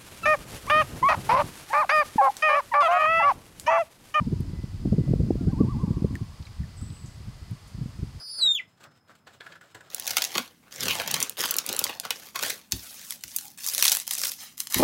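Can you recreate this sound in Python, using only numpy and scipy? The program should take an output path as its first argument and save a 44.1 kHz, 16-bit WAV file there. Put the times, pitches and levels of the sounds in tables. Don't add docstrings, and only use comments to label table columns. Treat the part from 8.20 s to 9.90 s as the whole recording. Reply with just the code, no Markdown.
import sys
import numpy as np
from scipy import signal
from scipy.fft import rfft, irfft
from scipy.io import wavfile
from scipy.ndimage import uniform_filter1d

SR = 44100
rng = np.random.default_rng(int(sys.argv[2]) if len(sys.argv) > 2 else 0)


def generate_wav(signal):
    frames = np.transpose(np.atleast_2d(signal))
    scaled = np.clip(frames, -1, 1) * 32767
    pcm = np.round(scaled).astype(np.int16)
    wavfile.write(sys.argv[1], SR, pcm)


N = 74970


def undb(db):
    return 10 ** (np.asarray(db) / 20)


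def unit(x):
    return x / np.sqrt(np.mean(x ** 2) + 1e-20)


def curve(table, axis=1):
    rows = np.array(table)
    return np.interp(np.arange(N) / SR, rows[:, 0], rows[:, axis])


def colour(x, spectrum):
    hz, db = np.array(spectrum).T
    f = np.maximum(np.fft.rfftfreq(N, 1 / SR), 1)
    gain = undb(np.interp(np.log(f), np.log(hz), db))
    return unit(irfft(rfft(x) * gain, N))


def resonate(x, hz, width):
    return signal.lfilter(*signal.iirpeak(hz, hz / width, fs=SR), x)


def walk(rate):
    k = int(SR / rate)
    steps = np.repeat(rng.standard_normal(N // k + 1), k)
    return unit(uniform_filter1d(steps, k)[:N])


CONTACT_LIFE = 2.9


def swell(peak_s, rise_s, decay_s):
    t = np.arange(N) / SR - peak_s
    age = np.maximum(t, 0) / decay_s
    return np.exp(-(np.minimum(t, 0) / rise_s) ** 2 - age - (age / CONTACT_LIFE) ** 2)


GRAINS_PER_S, GRAIN_SPREAD_DB = 4500, 3.5


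def contacts(rub=0.46):
    happens = rng.random(N) < GRAINS_PER_S / SR
    sign = rng.choice([-1, 1], N)
    size = undb(GRAIN_SPREAD_DB * np.minimum(rng.exponential(size=N), 4))
    return unit(unit(happens * sign * size) + rub * rng.standard_normal(N))


# t/s, f/Hz
WHISTLE_PITCH = [(0, 4520), (.06, 4502), (.1, 4600), (.118, 4640), (.14, 4530), (.175, 4492), (.196, 4420),
                 (.208, 4210), (.226, 3945), (.262, 3828), (.287, 3670), (.315, 3670), (.356, 3453),
                 (.378, 2928), (.388, 2500), (.396, 2356), (.401, 1998), (.42, 2002)]
# t/s, level/dB, octave overtone level/dB relative to the fundamental
HEARD_LEVEL = [(0, -45.5, -11), (.055, -43, -14.5), (.1, -39, -10.5), (.125, -39, -6.5), (.172, -40, -9),
               (.19, -31.5, -10.5), (.208, -31, -21), (.225, -19, -15), (.252, -21, -20),
               (.28, -18.5, -26.5), (.3, -23, -23), (.322, -20, -19), (.34, -52.5, 3.5), (.352, -22, -15.5),
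               (.37, -31.5, -26.5), (.388, -35, -28.5), (.403, -31, -33), (.412, -48.5, -29)]
# t/s, f/Hz above the main one, level/dB relative to the main one,
# level/dB of the combination tone above both, relative to the second whistle
SECOND_WHISTLE = [(0, 429, 9.5, -11.5), (.04, 446.6, 10, -13.5), (.068, 405.3, 2.5, -13.5),
                  (.1, 370, 0.5, -13), (.118, 392, 2, -17.5), (.14, 506, 1.5, -16.5), (.175, 489, 1, -20),
                  (.2, 373, 1, -25), (.222, 480, -21, -46), (.25, 509, -58.5, -71.5)]
# t/s, third overtone level/dB, fourth overtone level/dB
TOP_OVERTONES = [(0, -67, -90), (.13, -64.5, -88), (.22, -61, -97.5), (.262, -59, -79), (.28, -68.5, -63.5),
                 (.33, -55, -63.5), (.358, -62.5, -54.5), (.378, -78, -75), (.395, -100, -100)]
PITCH_JITTER, RELEASE_S = 0.0023, 0.036
BREAK_JITTER, BREAK_S, BREAK_LENGTH_S = 0.056, 0.3965, 0.012
PURE_RASP, CLASH_RASP, RASP_HZ = 0.13, 0.14, 503
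OCTAVE_ROUGHNESS, TOP_ROUGHNESS = 0.73, 1.7
UNDERTONE_DB, UNDERTONE_FALL_DB = -18, -10.5
CROSS_TONE_DB = -9.5
SECOND_THIRD_DB = -7.5


def cry():
    t = np.arange(N) / SR
    near_break = np.exp(-((t - BREAK_S) / BREAK_LENGTH_S) ** 2)
    jitter = PITCH_JITTER * walk(350) + BREAK_JITTER * near_break * walk(700)
    hz = uniform_filter1d(curve(WHISTLE_PITCH), size=200, mode="nearest") * (1 + jitter)
    gap_hz = curve(SECOND_WHISTLE) * (1 + 0.016 * walk(300))

    main = np.exp(2j * np.pi * np.cumsum(hz) / SR)
    beat = np.exp(2j * np.pi * np.cumsum(gap_hz) / SR)

    ratio = undb(curve(SECOND_WHISTLE, axis=2))
    lower = 1 / np.hypot(1, ratio)
    upper = ratio / np.hypot(1, ratio)
    clash = 2 * lower * upper

    above = undb(curve(SECOND_WHISTLE, axis=3) + 2 * walk(60)) * beat
    undertone = clash * lower * undb(UNDERTONE_DB + 2 * walk(60)) / beat
    below = undertone * (1 + undb(UNDERTONE_FALL_DB) / beat)
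    cross = undb(CROSS_TONE_DB) * clash * beat

    def rasp(scale):
        depth = scale * (PURE_RASP + CLASH_RASP * clash)
        return 1 + depth * (walk(RASP_HZ) + 1j * walk(RASP_HZ))

    base = main * (lower + below + upper * beat * (1 + above + above ** 2))
    octave_mix = lower + cross + upper * beat ** 2 * (1 + 2 * above)
    octave = main ** 2 * rasp(OCTAVE_ROUGHNESS) * octave_mix
    third_mix = lower + cross * (1 + beat) + undb(SECOND_THIRD_DB) * upper * beat ** 3
    third = main ** 3 * rasp(TOP_ROUGHNESS) * third_mix
    fourth = main ** 4 * rasp(TOP_ROUGHNESS)

    low = undb(curve(HEARD_LEVEL)) * (base + undb(curve(HEARD_LEVEL, axis=2)) * octave)
    third_gain = undb(curve(TOP_OVERTONES) + 2 * walk(90))
    fourth_gain = undb(curve(TOP_OVERTONES, axis=2) + 2 * walk(81))
    high = third_gain * third + fourth_gain * fourth
    release = np.clip((HEARD_LEVEL[-1][0] - t) / RELEASE_S + 1, 0, 1)
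    return np.sqrt(2) * release * (low + high).imag


# peak t/s, rise t/s, decay t/s, body level/dB, scratch level/dB
MESH_SCUFFS = [(.006, 0.0032, 0.028, -50.5, -60.5), (.095, 0.023, 0.036, -64.5, -63),
               (0.148, 0.018, 0.058, -60.5, -69.5), (0.195, 0.013, 0.036, -49, -60),
               (.255, 0.021, 0.058, -48.5, -59.5), (.267, 0.0045, .008, -54.5, -51.5),
               (0.404, 0.0056, 0.032, -57, -64.5), (0.486, .01, 0.064, -74.5, -69.5),
               (.578, .01, 0.037, -65.5, -70.5), (0.609, 0.0079, 0.035, -58, -59),
               (0.641, 0.0063, 0.0069, -58.5, -49), (0.656, 0.034, .024, -51, -84),
               (0.719, 0.012, 0.018, -61.5, -69.5), (.778, 0.032, 0.011, -66.5, -68.5),
               (.884, 0.0058, .012, -62.5, -64.5), (0.907, 0.022, 0.027, -53, -64),
               (.955, 0.0032, 0.0097, -60, -57), (0.989, 0.011, 0.013, -94, -69),
               (1.11, .012, 0.038, -58.5, -67), (1.139, 0.012, 0.031, -62.5, -59),
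               (1.245, 0.018, 0.045, -54.5, -61.5), (1.306, 0.02, 0.056, -52.5, -64),
               (1.434, 0.0037, 0.077, -57.5, -62.5), (1.522, 0.028, 0.0068, -65, -62),
               (1.585, 0.037, 0.042, -55.5, -67), (1.664, 0.033, .05, -57, -62.5)]
# peak t/s, rise t/s, decay t/s, level/dB
FLOOR_RUMBLES = [(.275, 0.065, .03, -57), (.69, 0.058, 0.067, -60.5)]
# f/Hz, level/dB
BODY_SPECTRUM = [(25, -49), (50, -26.5), (140, -5.5), (300, -6.5), (650, -1.5), (950, -6), (1420, 2),
                 (2000, -9), (2600, -18), (4500, -18), (15000, -44)]
# f/Hz, level/dB
SCRATCH_SPECTRUM = [(800, -23.5), (2400, 2.5), (3800, 2.5), (5500, -7.5), (7700, 0), (9500, -13.5),
                    (15000, -12.5)]
# f/Hz, level/dB
THUD_SPECTRUM = [(30, -49.5), (60, -16), (100, 1.5), (170, -17), (400, -6.5), (1500, -36)]
FLOOR_HZ, FLOOR_WIDTH_HZ = 165, 33


def scuffs():
    body_power = scratch_power = rumble_level = 0
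    for s, rise, decay, body_db, scratch_db in MESH_SCUFFS:
        shape = swell(s, rise, decay)
        body_power = body_power + (undb(body_db) * shape) ** 2
        scratch_power = scratch_power + (undb(scratch_db) * shape) ** 2
    for s, rise, decay, db in FLOOR_RUMBLES:
        rumble_level = rumble_level + undb(db) * swell(s, rise, decay)
    body = np.sqrt(body_power) * colour(contacts(), BODY_SPECTRUM)
    scratch = np.sqrt(scratch_power) * colour(contacts(), SCRATCH_SPECTRUM)
    floor = unit(resonate(colour(contacts(), THUD_SPECTRUM), FLOOR_HZ, FLOOR_WIDTH_HZ))
    return body + scratch + rumble_level * floor


# peak t/s, rise t/s, decay t/s, wood level/dB, crack level/dB,
# thud level/dB, most excited f/Hz, treble lift of the crack level/dB
BOARD_BUMPS = [(1.077, 0.0082, 0.019, -48.5, -49, -75, 790, 1),
               (1.149, .005, 0.0066, -53, -80, -71, 444, 0),
               (1.208, 0.0036, 0.016, -45, -45, -76, 1450, -6),
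               (1.266, 0.0036, 0.0095, -40, -56, -60, 1350, -8),
               (1.325, 0.0054, 0.018, -47.5, -48.5, -62, 1770, -3),
               (1.358, 0.0041, 0.013, -46, -63, -73, 1860, 6),
               (1.414, 0.0038, 0.015, -47.5, -58.5, -69, 1600, 18),
               (1.549, 0.0022, 0.017, -42.5, -44.5, -54.5, 1030, 11.5),
               (1.61, 0.0038, 0.0095, -48.5, -58.5, -62.5, 1500, 20)]
# f/Hz, width f/Hz, level/dB
BOARD_RESONANCES = [(454, 44, 2), (546, 54, 4), (758, 77, 3), (1032, 117, -1.5), (1469, 108, 7.5),
                    (1679, 67, 7), (2005, 78, -31), (2720, 110, -35), (3220, 170, -17.5)]
# f/Hz, level/dB
CRACK_SPECTRUM = [(700, 0), (2000, 1.5), (3200, 5.5), (4300, 4), (5400, -10.5), (7700, -3.5), (10000, -26),
                  (15000, -18.5)]
CRACK_DECAY_S, THUD_DECAY_S = 0.0062, 0.031
STRIKE_DB_PER_OCTAVE = 10
CRACK_TREBLE_HZ = (4380, 7500)


def ring_boards(x, struck_hz):
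    out = 0
    for hz, width, db in BOARD_RESONANCES:
        fall_db = STRIKE_DB_PER_OCTAVE * abs(np.log2(hz / struck_hz))
        out = out + undb(db - fall_db) * resonate(x, hz, width)
    return out


def bumps():
    out = 0
    for s, rise, decay, wood_db, crack_db, thud_db, struck_hz, treble_db in BOARD_BUMPS:
        clatter = contacts(rub=0.68)
        steady = np.std(ring_boards(clatter, struck_hz))
        wood = ring_boards(clatter * swell(s, rise, decay), struck_hz) / steady
        hardness = [(hz, db + np.interp(hz, CRACK_TREBLE_HZ, (0, treble_db))) for hz, db in CRACK_SPECTRUM]
        crack = swell(s, rise, CRACK_DECAY_S) * colour(clatter, hardness)
        thud = swell(s, rise, THUD_DECAY_S) * colour(rng.standard_normal(N), THUD_SPECTRUM)
        out = out + undb(wood_db) * wood + undb(crack_db) * crack + undb(thud_db) * thud
    return out


# delay t/s, level/dB
CAGE_ECHOES = [(.0031, -21), (.0074, -19), (0.0122, -18.5), (.021, -17.5)]
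CAGE_DB, CAGE_T60_S = -13.5, 0.17


def cage(x):
    t = np.arange(SR // 2) / SR
    tail = rng.standard_normal(len(t)) * undb(-60 * t / CAGE_T60_S) * np.minimum(t / .008, 1)
    response = undb(CAGE_DB) * tail / np.linalg.norm(tail)
    for s, db in CAGE_ECHOES:
        response[int(s * SR)] += undb(db)
    return x + signal.fftconvolve(x, response)[:N]


# f/Hz, level/dB
RUMBLE_SPECTRUM = [(25, -25.5), (50, -18.5), (90, 0), (140, 1.5), (250, -6.5), (400, -12), (1400, -14.5),
                   (2800, -26), (4400, -31), (8000, -34), (15500, -37)]
# t/s, level/dB
INSECT_STRENGTH = [(0, -65), (.65, -80.5), (.77, -73), (.88, -79.5), (1.7, -76.5)]
RUMBLE_DB = -65.5
INSECT_HZ, INSECT_WIDTH_HZ = 5153, 158


def background():
    insect = rng.standard_normal(N)
    for _ in range(2):
        insect = resonate(insect, INSECT_HZ, INSECT_WIDTH_HZ)
    rumble_level = undb(RUMBLE_DB + 1.2 * walk(4.9))
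    rumble = rumble_level * colour(rng.standard_normal(N), RUMBLE_SPECTRUM)
    return rumble + undb(curve(INSECT_STRENGTH)) * unit(insect)


def scene():
    animal = cry() + scuffs() + bumps()
    return (cage(animal) + background())[None]


RUMBLE_CUT_HZ, TOP_HZ = 61, 15750


def record(dry):
    bass_cut = signal.butter(2, RUMBLE_CUT_HZ, "highpass", fs=SR, output="sos")
    top_cut = signal.ellip(10, .2, 80, TOP_HZ, fs=SR, output="sos")
    return signal.sosfilt(top_cut, signal.sosfilt(bass_cut, dry))


dry = scene()
out = record(dry)
generate_wav(out)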